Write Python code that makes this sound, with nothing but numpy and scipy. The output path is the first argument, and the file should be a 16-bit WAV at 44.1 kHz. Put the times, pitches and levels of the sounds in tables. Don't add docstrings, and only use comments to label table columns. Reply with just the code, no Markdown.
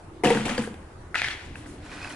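import sys
import numpy as np
from scipy import signal
from scipy.fft import rfft, irfft
from scipy.io import wavfile
from scipy.ndimage import uniform_filter1d

SR = 44100
rng = np.random.default_rng(int(sys.argv[2]) if len(sys.argv) > 2 else 0)


def invert_db(x):
    u = np.asarray(x, float) / 20
    return 10 ** u


def waveform_to_disk(signal):
    frames = np.transpose(np.atleast_2d(signal))
    scaled = np.clip(frames, -1, 1) * 32767
    samples = np.round(scaled).astype(np.int16)
    wavfile.write(sys.argv[1], SR, samples)


N = 94815

# start_s, rise_s, level_db, t60_s
SCRAPE = [
    (1.798, 0.063, -46.5, 0.93),
    (1.89, 0.029, -41, 1),
    (1.96, 0.085, -41, 0.58),
    (2.03, 0.019, -46, 0.56),
    (2.09, 0.016, -45, 0.96),
]
# freq_hz, level_db
SCRAPE_TONE = [(400, -5.5), (800, 2), (1500, -0.5), (1950, 2), (2500, -6.5), (3300, -5.5), (4100, -8.5),
               (11000, -19)]


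def read(points, hz):
    f, value = np.transpose(points)
    return np.interp(np.log(hz + 1), np.log(f + 1), value)


def evened(x):
    return x / np.sqrt(np.mean(x ** 2) + 1e-20)


def add(mix, start_s, sound):
    part = mix[round(start_s * SR):][:len(sound)]
    part += sound[:len(part)]


def ring(hz, t60_s, size=1500):
    t = np.arange(size) / SR
    return invert_db(-60 * t / t60_s) * np.sin(2 * np.pi * hz * t)


def slow(size):
    return evened(uniform_filter1d(uniform_filter1d(rng.standard_normal(N), size), size))


def fuzzy(hz, width_hz):
    r = np.exp(-np.pi * width_hz / SR)
    noise = rng.standard_normal(N) + 1j * rng.standard_normal(N)
    fuzz = signal.lfilter([1], [1, -r], signal.lfilter([1], [1, -r], noise))
    phase = 2 * np.pi * np.cumsum(hz * np.ones(N)) / SR
    return evened((fuzz * np.exp(1j * phase)).real)


def hum():
    # freq_hz, level_db
    hum_tone = [(12, -59), (20, -1.5), (119, -3.5), (151, -11.5), (192, -12), (1080, -17), (2400, -31.5),
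                (5000, -39.5), (10600, -40), (11500, -43), (15000, -95), (22000, -120)]
    # freq_hz, likeness
    likeness = [(60, 1.0), (220, 0.95), (840, 0.42), (3120, 0.0075), (11700, 0.035)]
    # pitch_hz, width_hz, level_db
    drones = [
        (82.8, 22, -52),
        (119.6, 8.5, -56.5),
    ]
    # time_s, pitch_hz, level_db
    engine = [(0, 299.7, -57), (.15, 330, -48), (0.902, 340, -55), (1.1, 350, -54), (1.401, 350, -52.5),
              (1.6, 280, -47.5), (1.75, 300, -46.5), (1.95, 290, -49), (2.15, 285, -45.5)]
    hum_db, swell_db, engine_width_hz = -45, -0.5, 106

    frames, hz = N // 256 + 5, np.fft.rfftfreq(1024, 1 / SR)
    a, b, c, d, patches = rng.standard_normal((frames, 513, 5)).T
    patches = evened(uniform_filter1d(uniform_filter1d(patches, 10, 0), 12, 1))
    same = np.clip(read(likeness, hz), -1, 1)[:, None]
    left = a + 1j * b
    right = same * left + np.sqrt(1 - same ** 2) * (c + 1j * d)
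    z = np.array([left, right]) * invert_db(read(hum_tone, hz)[:, None] + 2.0 * patches)
    out = invert_db(hum_db) * evened(signal.istft(z, nperseg=1024, noverlap=768)[1][:, :N])
    for pitch_hz, width_hz, db in drones:
        out += invert_db(db + swell_db * slow(size=4000)) * fuzzy(pitch_hz, width_hz)
    time_s, pitch_hz, db = np.transpose(engine)
    t = np.arange(N) / SR
    return out + invert_db(np.interp(t, time_s, db)) * fuzzy(np.interp(t, time_s, pitch_hz), engine_width_hz)


def grit(flurries, tone):
    grains_per_s, grain_spread_db, grain_t60_s, kinds = 12000, 2.5, 0.0071, 24
    t = np.arange(N) / SR
    power = np.zeros(N)
    for start_s, rise_s, db, t60_s in flurries:
        decay_s = np.maximum(t - start_s - rise_s, 0)
        power += np.clip((t - start_s) / rise_s, 0, 1) ** 2 * invert_db(2 * db - 120 * decay_s / t60_s)
    level = np.sqrt(power)
    size = invert_db(grain_spread_db * np.minimum(rng.exponential(1, N), 5))
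    size = size * (rng.random(N) < grains_per_s / SR)
    kind, x = rng.integers(0, kinds, N), np.zeros(N)
    for k, hz in enumerate(np.geomspace(500, 11000, kinds)):
        grain = ring(hz, grain_t60_s * (2000 / hz) ** .5, size=800)
        x += signal.oaconvolve(size * (kind == k), grain)[:N]
    z = rfft(x)
    z = z / np.sqrt(uniform_filter1d(abs(z) ** 2, 400) + 1e-9)
    z = z * invert_db(read(tone, np.fft.rfftfreq(N, 1 / SR)))
    return evened(irfft(z, N)) * level, size * level / np.sqrt(np.mean(size ** 2))


def spread(flurries, tone):
    near, shakes = grit(flurries, tone)
    return np.array([near, grit(flurries, tone)[0]]), shakes


def clack(db, hz, upper_hz, tick_db, t60_s, rise_s, upper=0.7):
    overtone_db, thud_db, tick_t60_s = -18, -14, 0.014
    t = np.arange(1500) / SR
    body = ring(hz, t60_s) - upper * ring(upper_hz, t60_s)
    body += invert_db(overtone_db) * ring(hz * 2.9, t60_s * .5)
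    body += invert_db(thud_db) * ring(800, 0.0079)
    tick = signal.lfilter([1, -.6], [1], rng.standard_normal(1500)) * invert_db(tick_db - 60 * t / tick_t60_s)
    return invert_db(db) * (body * (1 - np.exp(-t / rise_s)) * 1.67 + tick)


def strike(mix, hits, t60_s=0.012, rise_s=0.00052):
    for start_s, *row in hits:
        add(mix, start_s, clack(*row, t60_s, rise_s))


def bucket():
    # start_s, clack_db, pitch_hz, low_boom_db, high_boom_db
    drops = [(0.2363, -8.5, 2080, -12, -12), (0.246, -12, 2300, -15, -13.5), (.253, -6, 2880, -7.5, -16.5),
             (.2585, -6.5, 1706, -17, -15.5), (0.272, -6, 2640, -28, -12.5),
             (0.3034, -7.5, 1970, -29, -8.5), (.349, -15, 1970, -17.5, -19), (.372, -9, 1526, -14, -26),
             (0.453, -18, 2230, -46, -44), (0.493, -12, 1690, -24, -28), (0.512, -17, 2090, -29, -44),
             (0.5802, -11, 1640, -36, -22.5), (0.578, -15.5, 4670, -38, -35), (.592, -20, 1950, -10.5, -31),
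             (0.638, -17.5, 1550, -29, -30), (0.6737, -21.5, 1600, -33, -25.5), (.712, -47, 1500, -38, -52),
             (.742, -45, 1500, -40, -31)]
    # start_s, rise_s, level_db, t60_s
    churning = [
        (.237, 0.0037, -25, 0.87),
        (.285, 0.02, -42, 1),
        (.41, 0.11, -35, 0.38),
        (.453, 0.0021, -27, 0.13),
        (.475, 0.019, -30.5, 0.23),
        (.545, 0.0071, -34.5, 0.029),
        (.578, 0.001, -32, 0.25),
        (.63, 0.0049, -41.5, 0.24),
    ]
    # freq_hz, level_db
    churn_tone = [(590, 0), (1000, -1.5), (2960, -4.5), (4980, -15), (8220, -16), (11000, -22),
                  (14300, -64), (22000, -120)]
    # pitch_hz, level_db, t60_s
    modes = [(138, -12.5, 0.094), (219, -6, 0.18), (250, -6, 0.052), (300, -10, 0.087), (392, -3, 0.058),
             (469, -4, 0.15), (533, -13.5, 0.07), (566, -34, 0.028), (734.5, -10.5, 0.16), (929, -11, 0.12),
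             (1140, -19, 0.076)]
    main_modes = (1, 5)
    split_hz, bass_cut_hz = 345, 120
    boom_db, mode_spread_db, wobble = -5.5, 4.5, .02
    churn_boom_db, churn_high_db = -20.5, -17
    low_damping_per_s, high_damping_per_s = 1.2, 7
    clack_t60_s, clack_rise_s, upper, wall_tick_db = .014, 0.0012, 0.26, -6

    out, shakes = spread(churning, churn_tone)
    walls, mix = np.zeros(N), rng.standard_normal((len(drops), len(modes)))
    for k, (hz, db, t60_s) in enumerate(modes):
        low, loose = hz < split_hz, k not in main_modes
        blows = shakes * rng.choice([-1., 1.], N) * invert_db(db + churn_boom_db + churn_high_db * (not low))
        walls += signal.oaconvolve(blows, ring(hz, t60_s / 2, size=9000))[:N]
        damping = low_damping_per_s if low else high_damping_per_s
        sign = (-1) ** k if low or hz > 2 * split_hz else 1
        for row, (start_s, _, _, low_db, high_db) in zip(mix, drops):
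            damped_s = t60_s / (1 + damping * (start_s - drops[0][0]))
            level_db = db + (low_db if low else high_db) + boom_db + mode_spread_db * row[k] * loose
            bent_hz = hz * (1 + wobble * row[k - 1] * loose)
            add(walls, start_s, sign * invert_db(level_db) * ring(bent_hz, damped_s, size=9000))
    bass_cut = signal.butter(2, bass_cut_hz, "high", fs=SR, output="sos")
    out[0] += signal.sosfilt(bass_cut, uniform_filter1d(walls, size=15))
    for start_s, db, hz, _, high_db in drops:
        tick_db = high_db - db + wall_tick_db
        add(out[0], start_s, clack(db - 8, hz, hz * 1.2, tick_db, clack_t60_s, clack_rise_s, upper))
    return out


def booms():
    # start_s, level_db, pitch_hz, t60_s, free_s
    swings = [(.237, -16, 492, .12, 0.016), (0.2563, -16.5, 210, 0.22, 0.038),
              (.262, -18.5, 484, 0.22, 0.036), (.3042, -10.5, 474, 0.2, 0.022),
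              (.352, -18, 470, 0.18, .022), (.356, -24, 221.6, 0.37, 0.063), (.385, -24, 216, 0.42, 0.094),
              (.492, -31.5, 550, 0.14, 0.036), (.506, -23, 233.4, .3, 0.035), (.548, -32, 250, .2, 0.022),
              (0.5798, -19.5, 490, .12, 0.021), (.591, -19, 222, 0.24, 0.032),
              (.6742, -21.5, 476, 0.053, 0.0054), (0.707, -34.5, 206, .2, .025)]
    rise_s, smother_t60_s = 0.0018, .04
    out, t = np.zeros(N), np.arange(9000) / SR
    for start_s, db, hz, t60_s, free_s in swings:
        level = invert_db(db - 60 * np.maximum(t - free_s, 0) / smother_t60_s)
        add(out, start_s, level * ring(hz, t60_s, size=9000) * (1 - np.exp(-t / rise_s)))
    return out


def pebbles():
    # start_s, clack_db, pitch_hz, upper_hz, tick_db
    clicks = [(0.247, -28, 8300, 3100, -8), (0.2884, -29, 2400, 3360, -15), (0.309, -22, 2650, 1920, -20),
              (.325, -32, 2900, 1620, -18), (0.4816, -26, 1660, 1020, -4), (.5466, -30, 1860, 2600, -6),
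              (0.5793, -27.5, 3170, 2270, -3), (.596, -37, 1980, 2900, -13), (.622, -35, 2350, 970, -17),
              (0.742, -44, 2500, 3500, -19)]
    out = np.zeros(N)
    strike(out, clicks)
    return out


def jacket():
    # start_s, length_s, level_db, centre_hz
    rustles = [
        (0.614, 0.1, -45, 8650),
        (1.45, 0.033, -54.5, 7200),
        (1.56, 0.13, -53.5, 8700),
        (1.665, 0.16, -53, 8140),
        (1.918, 0.025, -69, 6900),
        (2.091, 0.098, -49, 7550),
    ]
    out = np.zeros((2, N))
    for start_s, length_s, db, hz in rustles:
        u = np.linspace(0, 1, round(length_s * SR))
        band = signal.butter(1, [hz * .7, min(hz * 1.42, 15000)], "bandpass", fs=SR)
        for side in out:
            cloth = evened(signal.lfilter(*band, rng.standard_normal(len(u))))
            add(side, start_s, invert_db(db) * np.sin(np.pi * u ** 0.28) * cloth)
    return out


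def heap():
    # start_s, clack_db, pitch_hz, upper_hz, tick_db
    clacks = [
        (1.1442, -17, 1450, 2090, -19),
        (1.159, -19, 1390, 2480, -25),
        (1.186, -24, 2080, 2820, -9),
        (1.244, -19.5, 1890, 1650, -31),
        (1.2475, -20.5, 2080, 2320, -15),
        (1.311, -29.5, 3360, 4220, -22),
        (1.556, -29.5, 1620, 2600, -16),
        (1.662, -39, 1500, 1990, -9),
    ]
    # start_s, rise_s, level_db, t60_s
    slide = [
        (1.144, 0.0093, -33.5, 0.46),
        (1.165, 0.013, -32, 0.43),
        (1.225, 0.015, -32.5, 0.51),
        (1.297, 0.01, -35, 0.2),
        (1.36, 0.035, -48, 1.17),
        (1.55, 0.018, -56.5, 2.9),
    ]
    # freq_hz, level_db
    slide_tone = [(400, -50), (800, -18), (1250, -12.5), (1800, -3.5), (2200, -4.5), (2900, -9),
                  (3700, -10.5), (11000, -32.5)]
    out = spread(slide, slide_tone)[0]
    strike(out[0], clacks)
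    return out


def rolls():
    # start_s, rise_s, level_db, t60_s, pitch_hz
    rolling = [
        (1.148, 0.0032, -27.5, 0.11, 1900),
        (1.168, 0.012, -32.5, 0.22, 2510),
        (1.222, 0.019, -32.5, 0.24, 2050),
        (1.255, 0.011, -39, 0.18, 1740),
        (1.303, 0.011, -40, 0.22, 3300),
        (1.31, 0.0092, -40.5, 0.31, 2050),
    ]
    knock_t60_s, knocks_per_s = .012, 830
    out, t = np.zeros(N), np.arange(9000) / SR
    for start_s, rise_s, db, t60_s, hz in rolling:
        knocks = rng.standard_normal(9000) * (rng.random(9000) < knocks_per_s / SR)
        chatter = evened(signal.oaconvolve(knocks, ring(hz, knock_t60_s))[:9000])
        level = np.clip(t / rise_s, 0, 1) * invert_db(db - 60 * np.maximum(t - rise_s, 0) / t60_s)
        add(out, start_s, chatter * level)
    return out


def cracks():
    # start_s, clack_db, pitch_hz, upper_hz, tick_db
    hard_hits = [
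        (1.1553, -11, 1840, 2780, -24),
        (1.2178, -9.5, 1800, 2350, -17),
        (1.2776, -22.5, 1580, 2180, -24),
        (1.2848, -17.5, 1750, 3300, -19),
    ]
    rise_s, snap_db, snap_hz, snap_t60_s = 0.00044, 2, 3300, 0.0014
    out = np.zeros(N)
    strike(out, hard_hits, t60_s=0.0067, rise_s=rise_s)
    for start_s, db, *_ in hard_hits:
        add(out, start_s + rise_s, invert_db(db + snap_db) * ring(snap_hz, snap_t60_s))
    return out


def hands():
    # start_s, clack_db, pitch_hz, upper_hz, tick_db
    nudges = [(1.9165, -31.5, 2450, 1500, -27), (1.978, -34, 1500, 2530, -16),
              (2.046, -25, 2570, 1610, -38), (2.074, -31, 1580, 2300, -9), (2.1025, -32.5, 3010, 1920, -14),
              (2.107, -32.5, 2000, 1500, -20), (1.8951, -37, 2390, 1360, -22),
              (1.928, -46, 5230, 1500, -12), (2.016, -31, 2500, 1500, -20), (2.124, -40, 5900, 1430, -4)]
    out = spread(SCRAPE, SCRAPE_TONE)[0]
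    strike(out[0], nudges)
    return out


def slab():
    # pitch_hz, level_db, t60_s
    slab_modes = [(1500, -1.5, 0.029), (2500, -2, 0.025), (4180, -9, 0.018), (4920, -12, 0.021)]
    slab_db, slip_spread_db = -2.5, 4.7
    slips = grit(SCRAPE, SCRAPE_TONE)[1] * rng.choice([-1., 1.], N) * invert_db(slip_spread_db * slow(size=150))
    body = sum(invert_db(db) * ring(hz, t60_s, size=2500) for hz, db, t60_s in slab_modes)
    return invert_db(slab_db) * signal.oaconvolve(slips, body / np.linalg.norm(body))[:N]


def place(x, lead_s, low_db, high_db):
    scatter, turn_limit_rad = 0.7, 2.47
    hz = np.fft.rfftfreq(N, 1 / SR)
    treble = np.minimum(hz / 8000, 1)
    turn = turn_limit_rad * np.tanh(2 * np.pi * hz * lead_s / turn_limit_rad)
    side = invert_db((low_db + (high_db - low_db) * treble ** 0.52) / 2) * np.exp(.5j * turn)
    apart = np.clip(scatter * treble ** 0.27, 0, 1)
    direct = rfft(x[0]) * np.array([side, 1 / side])
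    scattered = rfft(x[1]) * apart * np.array([side, -1 / side])
    return irfft(direct + scattered, N)


def yard(x):
    # freq_hz, t60_s
    echo_t60 = [(150, 0.56), (500, 0.37), (2000, 0.6), (5000, 0.39), (10000, 0.72)]
    ports_hz, spacing = 1500, 20
    taps = np.zeros((2, SR // 2))
    slots = np.arange(100, SR // 2 - spacing, spacing)
    at = slots + rng.integers(0, spacing, (2, len(slots)))
    np.put_along_axis(taps, at, rng.choice([-1., 1.], at.shape), 1)
    hz, t, z = signal.stft(taps, SR, nperseg=256)
    same = (1 / (1 + (hz / ports_hz) ** 2))[:, None]
    z = np.array([z[0], same * z[0] + np.sqrt(1 - same ** 2) * z[1]])
    tail = signal.istft(z * invert_db(-60 * t / read(echo_t60, hz)[:, None]), SR, nperseg=256)[1]
    return signal.fftconvolve(x[None], tail / np.linalg.norm(tail[0]), axes=1)[:, :N]


def scene():
    # left_lead_s, left_right_low_db, left_right_8khz_db
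    left_side = (.00006, 0.12, 5.4)
    right_side = (-0.000013, -.2, -1.8)
    yard_db = -7.5
    left = bucket() + heap()
    left[0] += booms() + pebbles() + rolls() + cracks()
    right = hands() * invert_db(-2.0)
    right[0] += slab() * invert_db(-4.5)
    direct = place(left, *left_side) + place(right, *right_side)
    return direct + invert_db(yard_db) * yard(left[0] + right[0]) + jacket() + hum()


def low_pass(x):
    return signal.sosfilt(signal.butter(12, 12270, fs=SR, output="sos"), x)


def record(dry):
    edge_hz = 11150
    edge = signal.firwin(601, edge_hz, window=("kaiser", 7), fs=SR)
    return low_pass(signal.oaconvolve(dry, edge[None], "same"))


dry = scene()
out = record(dry)
waveform_to_disk(out)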